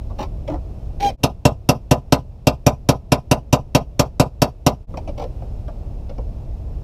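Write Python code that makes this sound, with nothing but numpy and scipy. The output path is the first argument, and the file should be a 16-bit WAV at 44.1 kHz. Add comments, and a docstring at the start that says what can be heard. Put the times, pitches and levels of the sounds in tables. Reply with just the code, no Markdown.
"""Dent repair on a car's fender

Outdoors, close to a small camera, a steel rod creaks and squeaks by stick-slip friction behind the panel.
A hammer then taps a hand-held punch against it sixteen times, and the rod works again. Each impact excites
the sheet's modes, a low boom under a steel clang, and overloads the microphone a little. A low rumble
and a faint echo lie underneath; the level dips briefly before and after the hammering."""
import sys
import numpy as np
from scipy import signal
from scipy.fft import rfft, irfft, next_fast_len
from scipy.io import wavfile
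from scipy.ndimage import uniform_filter1d

SR = 44100
rng = np.random.default_rng(int(sys.argv[2]) if len(sys.argv) > 2 else 0)


def put_to_file(sound):
    """Save the sound as 16-bit audio at rate SR, in the file named by the first command-line argument."""
    columns = np.atleast_2d(sound).T  # one column per channel
    safe = np.clip(columns, -1, 1)
    whole_steps = np.round(safe * 32767)
    wavfile.write(sys.argv[1], SR, whole_steps.astype(np.int16))


N = 301203
TIME = np.arange(N) / SR
RING = TIME[:SR // 3]  # time axis of one tap, slip or echo [s]

# spectrum of the outdoor background (frequency [Hz], relative density [dB])
AIR_SPECTRUM = [(12, -31.5), (22, -2.5), (55, -1), (120, -11), (165, -20), (280, -29), (440, -33.5),
                (650, -33.5), (1000, -46.5), (1650, -60), (3800, -62), (6000, -65.5), (8500, -71),
                (15000, -75)]
# faint singing bands in the hiss (centre [Hz], width [Hz], gain [dB])
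HISS_BANDS = [(2600, 580, 4), (5300, 390, 4.5), (9700, 330, 4.5), (14350, 250, 9)]
# brief dips in the overall level (time [s])
DIP_TIMES = [1.169, 4.865]
# response of the reflecting surroundings (frequency [Hz], gain [dB])
ECHO_RESPONSE = [(80, -4), (400, -4), (800, -7), (1200, -7), (1700, -10.5), (2900, -9), (4000, -10.5),
                 (5500, -9.5), (6600, -12.5), (14000, -13.5)]
# harmonics of the squeak, from the second up (relative level [dB])
SQUEAK_OVERTONES = [-46.5, -36, -36.5, -40, -46, -38.5, -45, -51, -54, -54, -54, -60, -58, -61, -53.5, -62,
                    -57]
# slips of the rod's tip (time [s], length [s], level [dB], scrape re groan [dB], favoured frequency [Hz])
ROD_SLIPS = [(0.103, 0.01, -37, -25, 1090), (.189, .05, -25.5, -14.5, 1030), (.479, .014, -22, -20.5, 626),
             (.5, .058, -25, -29, 302), (1.005, .06, -27, -8, 465), (1.089, .016, -29, -10, 714),
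             (4.941, 0.0055, -28.5, -28, 597), (4.973, .009, -25, -15, 595),
             (5.076, 0.019, -27.5, -19, 580), (5.18, 0.066, -27.5, -19, 560),
             (5.421, .009, -33.5, -29, 560), (5.681, 0.0057, -29, -24, 600),
             (6.097, .0095, -31.5, -19.5, 550), (6.182, 0.0044, -25.5, -26.5, 554)]
# the sheet's response to a slip (frequency [Hz], relative gain [dB])
GROAN_RESPONSE = [(120, -7.5), (280, 1), (400, -4.5), (560, 3), (800, -4), (1050, -10.5), (1300, -17),
                  (1700, -30), (6000, -58)]
# the scraping tip's response (frequency [Hz], relative gain [dB])
SCRAPE_RESPONSE = [(400, -26), (1000, -8), (1700, 0), (2350, 10), (3100, 3.5), (4500, -0.5), (5600, 3),
                   (6600, -12), (9500, -18), (12000, -21.5), (15000, -18.5)]
# the sheet's crowded upper modes (frequency [Hz], relative density [dB], t60 [s])
CLANG_BANDS = [(278, 2.5, 0.21), (700, 9.5, 0.21), (1250, 1.5, 0.13), (1730, -6.5, 0.1), (2580, 0, .075),
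               (3960, -1, 0.072), (5630, 1, 0.057), (6800, -3.5, .065), (9200, -11.5, .06),
               (12200, -7, .06), (15000, -20, .055)]
# where those modes bunch together or thin out (centre [Hz], width [Hz], gain [dB])
MODE_CLUSTERS = [(2270, 500, -1), (2702, 210, 8.5), (3230, 130, 3.5), (3900, 210, -3), (4600, 250, 1.5),
                 (5360, 320, 5.5), (6420, 450, -1), (10750, 350, 1)]
# the fender's low modes (frequency [Hz], relative level [dB], t60 [s])
PANEL_MODES = [(64.4, -14, 0.218), (129.4, 0, 0.068), (172.2, -5.5, 0.063), (216.3, -18, 0.218),
               (265.9, -3.5, 0.083), (380, -5, 0.034), (377.2, -14, 0.11), (464, -18.5, 0.14),
               (503.4, -16.5, 0.159), (595, -9, 0.12), (636.7, -18.5, 0.17), (693.4, -16, 0.15),
               (757, -12, 0.0057), (730.5, -17, 0.14), (789, -25.5, 0.22), (850, -20.5, 0.159),
               (989.4, -19.5, 0.16), (1026, -24.5, 0.22), (1197, -27.5, 0.11), (1244, -25, 0.16),
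               (1295, -21, 0.079), (1434, -31, 0.032), (1520, -25, 0.075)]
# modes of the punch and hammer head (frequency [Hz], relative level [dB], t60 [s])
PUNCH_MODES = [(2690, -28.5, 0.02), (2680, -18, 0.067), (3260, -24.5, 0.049), (3780, -24.5, 0.087),
               (4350, -27.5, .055), (4600, -29, 0.036), (5190, -22.5, 0.041), (5750, -32, 0.079),
               (10800, -24.5, 0.038), (12300, -29.5, .05)]
# hammer taps (time [s], boom gain [dB], delay until the punch bears on the panel [s])
HAMMER_TAPS = [(1.2336, -4, 0.0037), (1.4516, 1, 0.0018), (1.689, 0, 0.00082), (1.9099, .5, 0.0027),
               (2.1222, 0, .0016), (2.469, -1.5, 0.0015), (2.664, 0.5, 0.0014), (2.8877, 0, 0.0018),
               (3.1186, -1, .002), (3.312, -1.5, 0.00089), (3.5263, 0, 0.00285), (3.7483, -1, 0.00073),
               (3.993, -3.5, .0016), (4.1971, 0, 0.0011), (4.4177, -2, .0017), (4.664, -1.5, .0005)]


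def undb(db):
    """Amplitude ratio of a level in decibels."""
    return 10 ** (np.asarray(db) / 20)


def unit(x):
    """Normalisation to an rms of 1."""
    return x / np.sqrt(np.mean(x ** 2))


def decay(t60, start_s=0):
    """Exponential damping: 1 until start_s, then falling by 60 dB every t60 seconds."""
    return np.exp(-np.log(1000) * np.maximum(RING - start_s, 0) / t60)


def add(track, start_s, sound):
    """Superposition of a sound on a track."""
    i = max(int(start_s * SR), 0)
    track[i:i + len(sound)] += sound[:N - i]


def curve_db(table, hz):
    """Interpolation of a table's levels on a log-frequency axis."""
    table = np.array(table)
    return np.interp(np.log(hz + 1e-3), np.log(table[:, 0]), table[:, 1])


def humps_db(table, hz):
    """Sum of Gaussian peaks and troughs in a spectrum."""
    return sum(db * np.exp(-(2 * (hz - centre) / width) ** 2) for centre, width, db in table)


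def colour(x, response, size=4096):
    """Minimum-phase filtering: folding the cepstrum makes the response causal."""
    cepstrum = irfft(np.log(undb(curve_db(response, np.fft.rfftfreq(size, 1 / SR)))))
    cepstrum[1:size // 2] *= 2
    cepstrum[size // 2 + 1:] = 0
    return signal.fftconvolve(x, irfft(np.exp(rfft(cepstrum))))[:len(x)]


def bands(x, centres_hz):
    """Complementary filter bank: overlapping bands that sum to the input."""
    log_hz, spectrum = np.log(np.fft.rfftfreq(len(x), 1 / SR) + 1), rfft(x)
    weights = [np.interp(log_hz, np.log(centres_hz), row) for row in np.eye(len(centres_hz))]
    return np.array([irfft(spectrum * weight, len(x)) for weight in weights])


def wander(rate_hz):
    """Slow random modulation with a spread near 1."""
    knots = rng.standard_normal(1024)
    return np.interp(TIME * rate_hz, np.arange(len(knots)), knots)


def outdoors():
    """Amplitude-modulated noise: a wavering rumble and faint hiss, both lower between the two dips."""
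    fall, rise = (np.tanh(2 * (TIME - s) / .023) for s in DIP_TIMES)
    lull = (fall - rise) / 2
    size = next_fast_len(N)
    hz = np.fft.rfftfreq(size, 1 / SR)
    shape = undb(curve_db(AIR_SPECTRUM, hz) + humps_db(HISS_BANDS, hz))
    noise = unit(irfft(rfft(rng.standard_normal(size)) * shape, size))
    rumble, middle, hiss = bands(noise, centres_hz=[90, 350, 2500])[:, :N]
    low = rumble * undb(-4 + .43 * wander(6.7)) + middle * undb(.9 * wander(7.3))
    return undb(-23.5) * (low * undb(-7.5 * lull) + hiss * undb(-6.5 * lull + .5 * wander(3.3)))


def echo(x, delay_s, t60, gain_db):
    """Scattering: a diffuse echo swells up from things some ten metres away."""
    swell = np.maximum(RING - delay_s, 0)
    scatter = rng.standard_normal(len(RING)) * swell * decay(t60, delay_s)
    response = colour(scatter / np.linalg.norm(scatter), ECHO_RESPONSE)
    return undb(gain_db) * signal.fftconvolve(x, response)[:N]


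def rod_squeak(start_s=1, attack_s=.036, hold_s=.042, release_s=.03):
    """Self-excited friction oscillation: rasping cycles grow steadier; pitch and level follow the grip."""
    pitch_hz, slack_hz, sag_hz_per_s = 814, 60, 150
    rasp_share, flicker_db, lock_s = .016, 5, .05
    corners = start_s + np.cumsum([0, attack_s, hold_s, release_s])
    grip = np.interp(TIME, corners, [0, 1, 1, 0])
    age_s = np.clip(TIME, corners[0], corners[-1]) - start_s
    uneven = np.interp(age_s, [lock_s / 2, lock_s], [1, .5])  # halves as the cycles lock
    tremor = uneven * unit(uniform_filter1d(rng.standard_normal(N), size=30))
    hz = (pitch_hz - sag_hz_per_s * age_s - slack_hz * (1 - grip) ** 2) * (1 + rasp_share * tremor)
    phase = 2 * np.pi * np.cumsum(hz) / SR
    fundamental = undb(-15 - 21 * (1 - grip)) * np.sin(phase) * (grip > 0)
    overtones = sum(undb(db + flicker_db * np.sqrt(uneven) * wander(65)) * np.sin(k * phase)
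                    for k, db in enumerate(SQUEAK_OVERTONES, 2))
    brightening = undb(-8.5 + 85 * age_s)
    return np.sqrt(2) * (fundamental + grip * brightening * overtones)


def rod_creaks(creep_s=.012, jerk_hz=48, clicks_per_s=1800):
    """Stick-slip friction: the tip creeps, breaks free and jerks on in clicks that ring sheet and tip."""
    out = np.zeros(N)
    creep = np.minimum(RING / creep_s, 1) ** 3
    jerks = 1 + .6 * np.cos(2 * np.pi * jerk_hz * (RING - creep_s))
    for start_s, length_s, db, scrape_db, spot_hz in ROD_SLIPS:
        slipping = rng.random(len(RING)) < clicks_per_s / SR
        sizes, sheet_noise, tip_noise = rng.standard_normal((3, len(RING)))
        force = creep * jerks * (RING < creep_s + length_s)
        clicks = slipping * sizes * force
        clicks[int(creep_s * SR)] = 2.1  # the tip breaks free
        spot_resonance = [(spot_hz / 1.37, 0), (spot_hz, 10.5), (spot_hz * 1.2, 0)]
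        sheet = colour(colour(sheet_noise * decay(t60=.093), GROAN_RESPONSE), spot_resonance)
        tip = colour(tip_noise * (decay(t60=.0049) + .22 * decay(t60=.092)), SCRAPE_RESPONSE)
        groan, scrape = (unit(signal.fftconvolve(clicks, body)[:len(RING)]) for body in (sheet, tip))
        gain = undb(db) * np.sqrt((length_s + .002) / RING[-1])  # energy grows with the slip's length
        add(out, start_s - creep_s, gain * (groan + undb(scrape_db) * scrape))
    return out


def strike_spot(x, width_hz, depth_db):
    """Modal coupling: modes come in clusters, and the struck spot favours some and starves others."""
    hz = np.fft.rfftfreq(len(x), 1 / SR)
    knots = rng.standard_normal(256)
    ripple = np.interp(hz / width_hz, np.arange(len(knots)), knots)
    spot_db = depth_db * ripple * np.minimum(hz / 2000, 1)
    return unit(irfft(rfft(x) * undb(spot_db + humps_db(MODE_CLUSTERS, hz)), len(x)))


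def sheet_clang(shared_noise, correlation, chatter_s):
    """Modal overlap: dense modes ring as noise, alike on each blow, swelling while the punch chatters."""
    fresh_noise = rng.standard_normal(len(RING))
    noise = correlation * shared_noise + np.sqrt(1 - correlation ** 2) * fresh_noise
    noise = strike_spot(noise, width_hz=300, depth_db=3)
    hz, _, t60 = np.transpose(CLANG_BANDS)
    ringing = bands(unit(colour(noise, CLANG_BANDS)), hz) * decay(t60[:, None], chatter_s)
    swell = np.interp(RING, [0, chatter_s], [.63, 1])
    return swell * np.sum(ringing, axis=0)


def struck_modes(table, scatter_db, detune):
    """Free vibration: damped modes of alternating sign, varied as each blow finds a different spot."""
    hz, db, t60 = np.array(table).T[:, :, None]
    level_draw, pitch_draw = rng.standard_normal((2, len(table), 1))
    sign = (-1) ** np.arange(len(table))[:, None]
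    amplitude = sign * undb(db + scatter_db * level_draw)
    phase = 2 * np.pi * hz * (1 + detune * pitch_draw) * RING
    return np.sum(amplitude * decay(t60) * np.sin(phase), axis=0)


def hammer_taps(clang_db=-11, punch_db=-2, loose_db=-8.5, rebound_s=.063):
    """Impact excitation: steel rings, the panel booms; the punch rebounds, lands and damps them both."""
    out = np.zeros(N)
    shared_noise = rng.standard_normal(len(RING))
    damping = decay(t60=.089, start_s=.072)  # the punch settles on the sheet
    soft_contact = signal.butter(2, 150, fs=SR, output="sos")
    for start_s, boom_db, seat_s in HAMMER_TAPS:
        # the swing is even, so the steel has the same gain on every tap
        clang = undb(clang_db) * sheet_clang(shared_noise, correlation=.87, chatter_s=.004)
        punch = undb(punch_db) * struck_modes(PUNCH_MODES, scatter_db=1.5, detune=.009)
        boom = undb(boom_db) * struck_modes(PANEL_MODES, scatter_db=.98, detune=.0077) * damping
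        contact = np.where(RING < seat_s, undb(loose_db), 1)  # a loose punch only rattles
        thud = undb(-16.5) * signal.sosfilt(soft_contact, boom)  # its soft return stirs only the bass
        add(out, start_s, (clang + punch) * contact * damping)
        add(out, start_s + seat_s, boom)
        add(out, start_s + rebound_s, thud)
    return out


def scene():
    """Superposition of the tools, their echo and the open air; the level dips briefly twice."""
    tools = hammer_taps() + rod_creaks() + rod_squeak()
    reflections = echo(tools, delay_s=.047, t60=.075, gain_db=-27)
    dips = np.prod([1 - .98 * np.exp(-((TIME - s) / .023) ** 2) for s in DIP_TIMES], axis=0)
    return ((tools + reflections + outdoors()) * dips)[None]


def record(dry):
    """Saturation and band limiting: the camera flattens the tallest peaks and cuts the top treble."""
    ceiling, knee, cutoff_hz = .95, 4, 15500
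    rounded = dry / (1 + np.abs(dry / ceiling) ** knee) ** (1 / knee)
    return signal.sosfilt(signal.ellip(8, .2, 70, cutoff_hz, fs=SR, output="sos"), rounded)


dry = scene()
out = record(dry)
put_to_file(out)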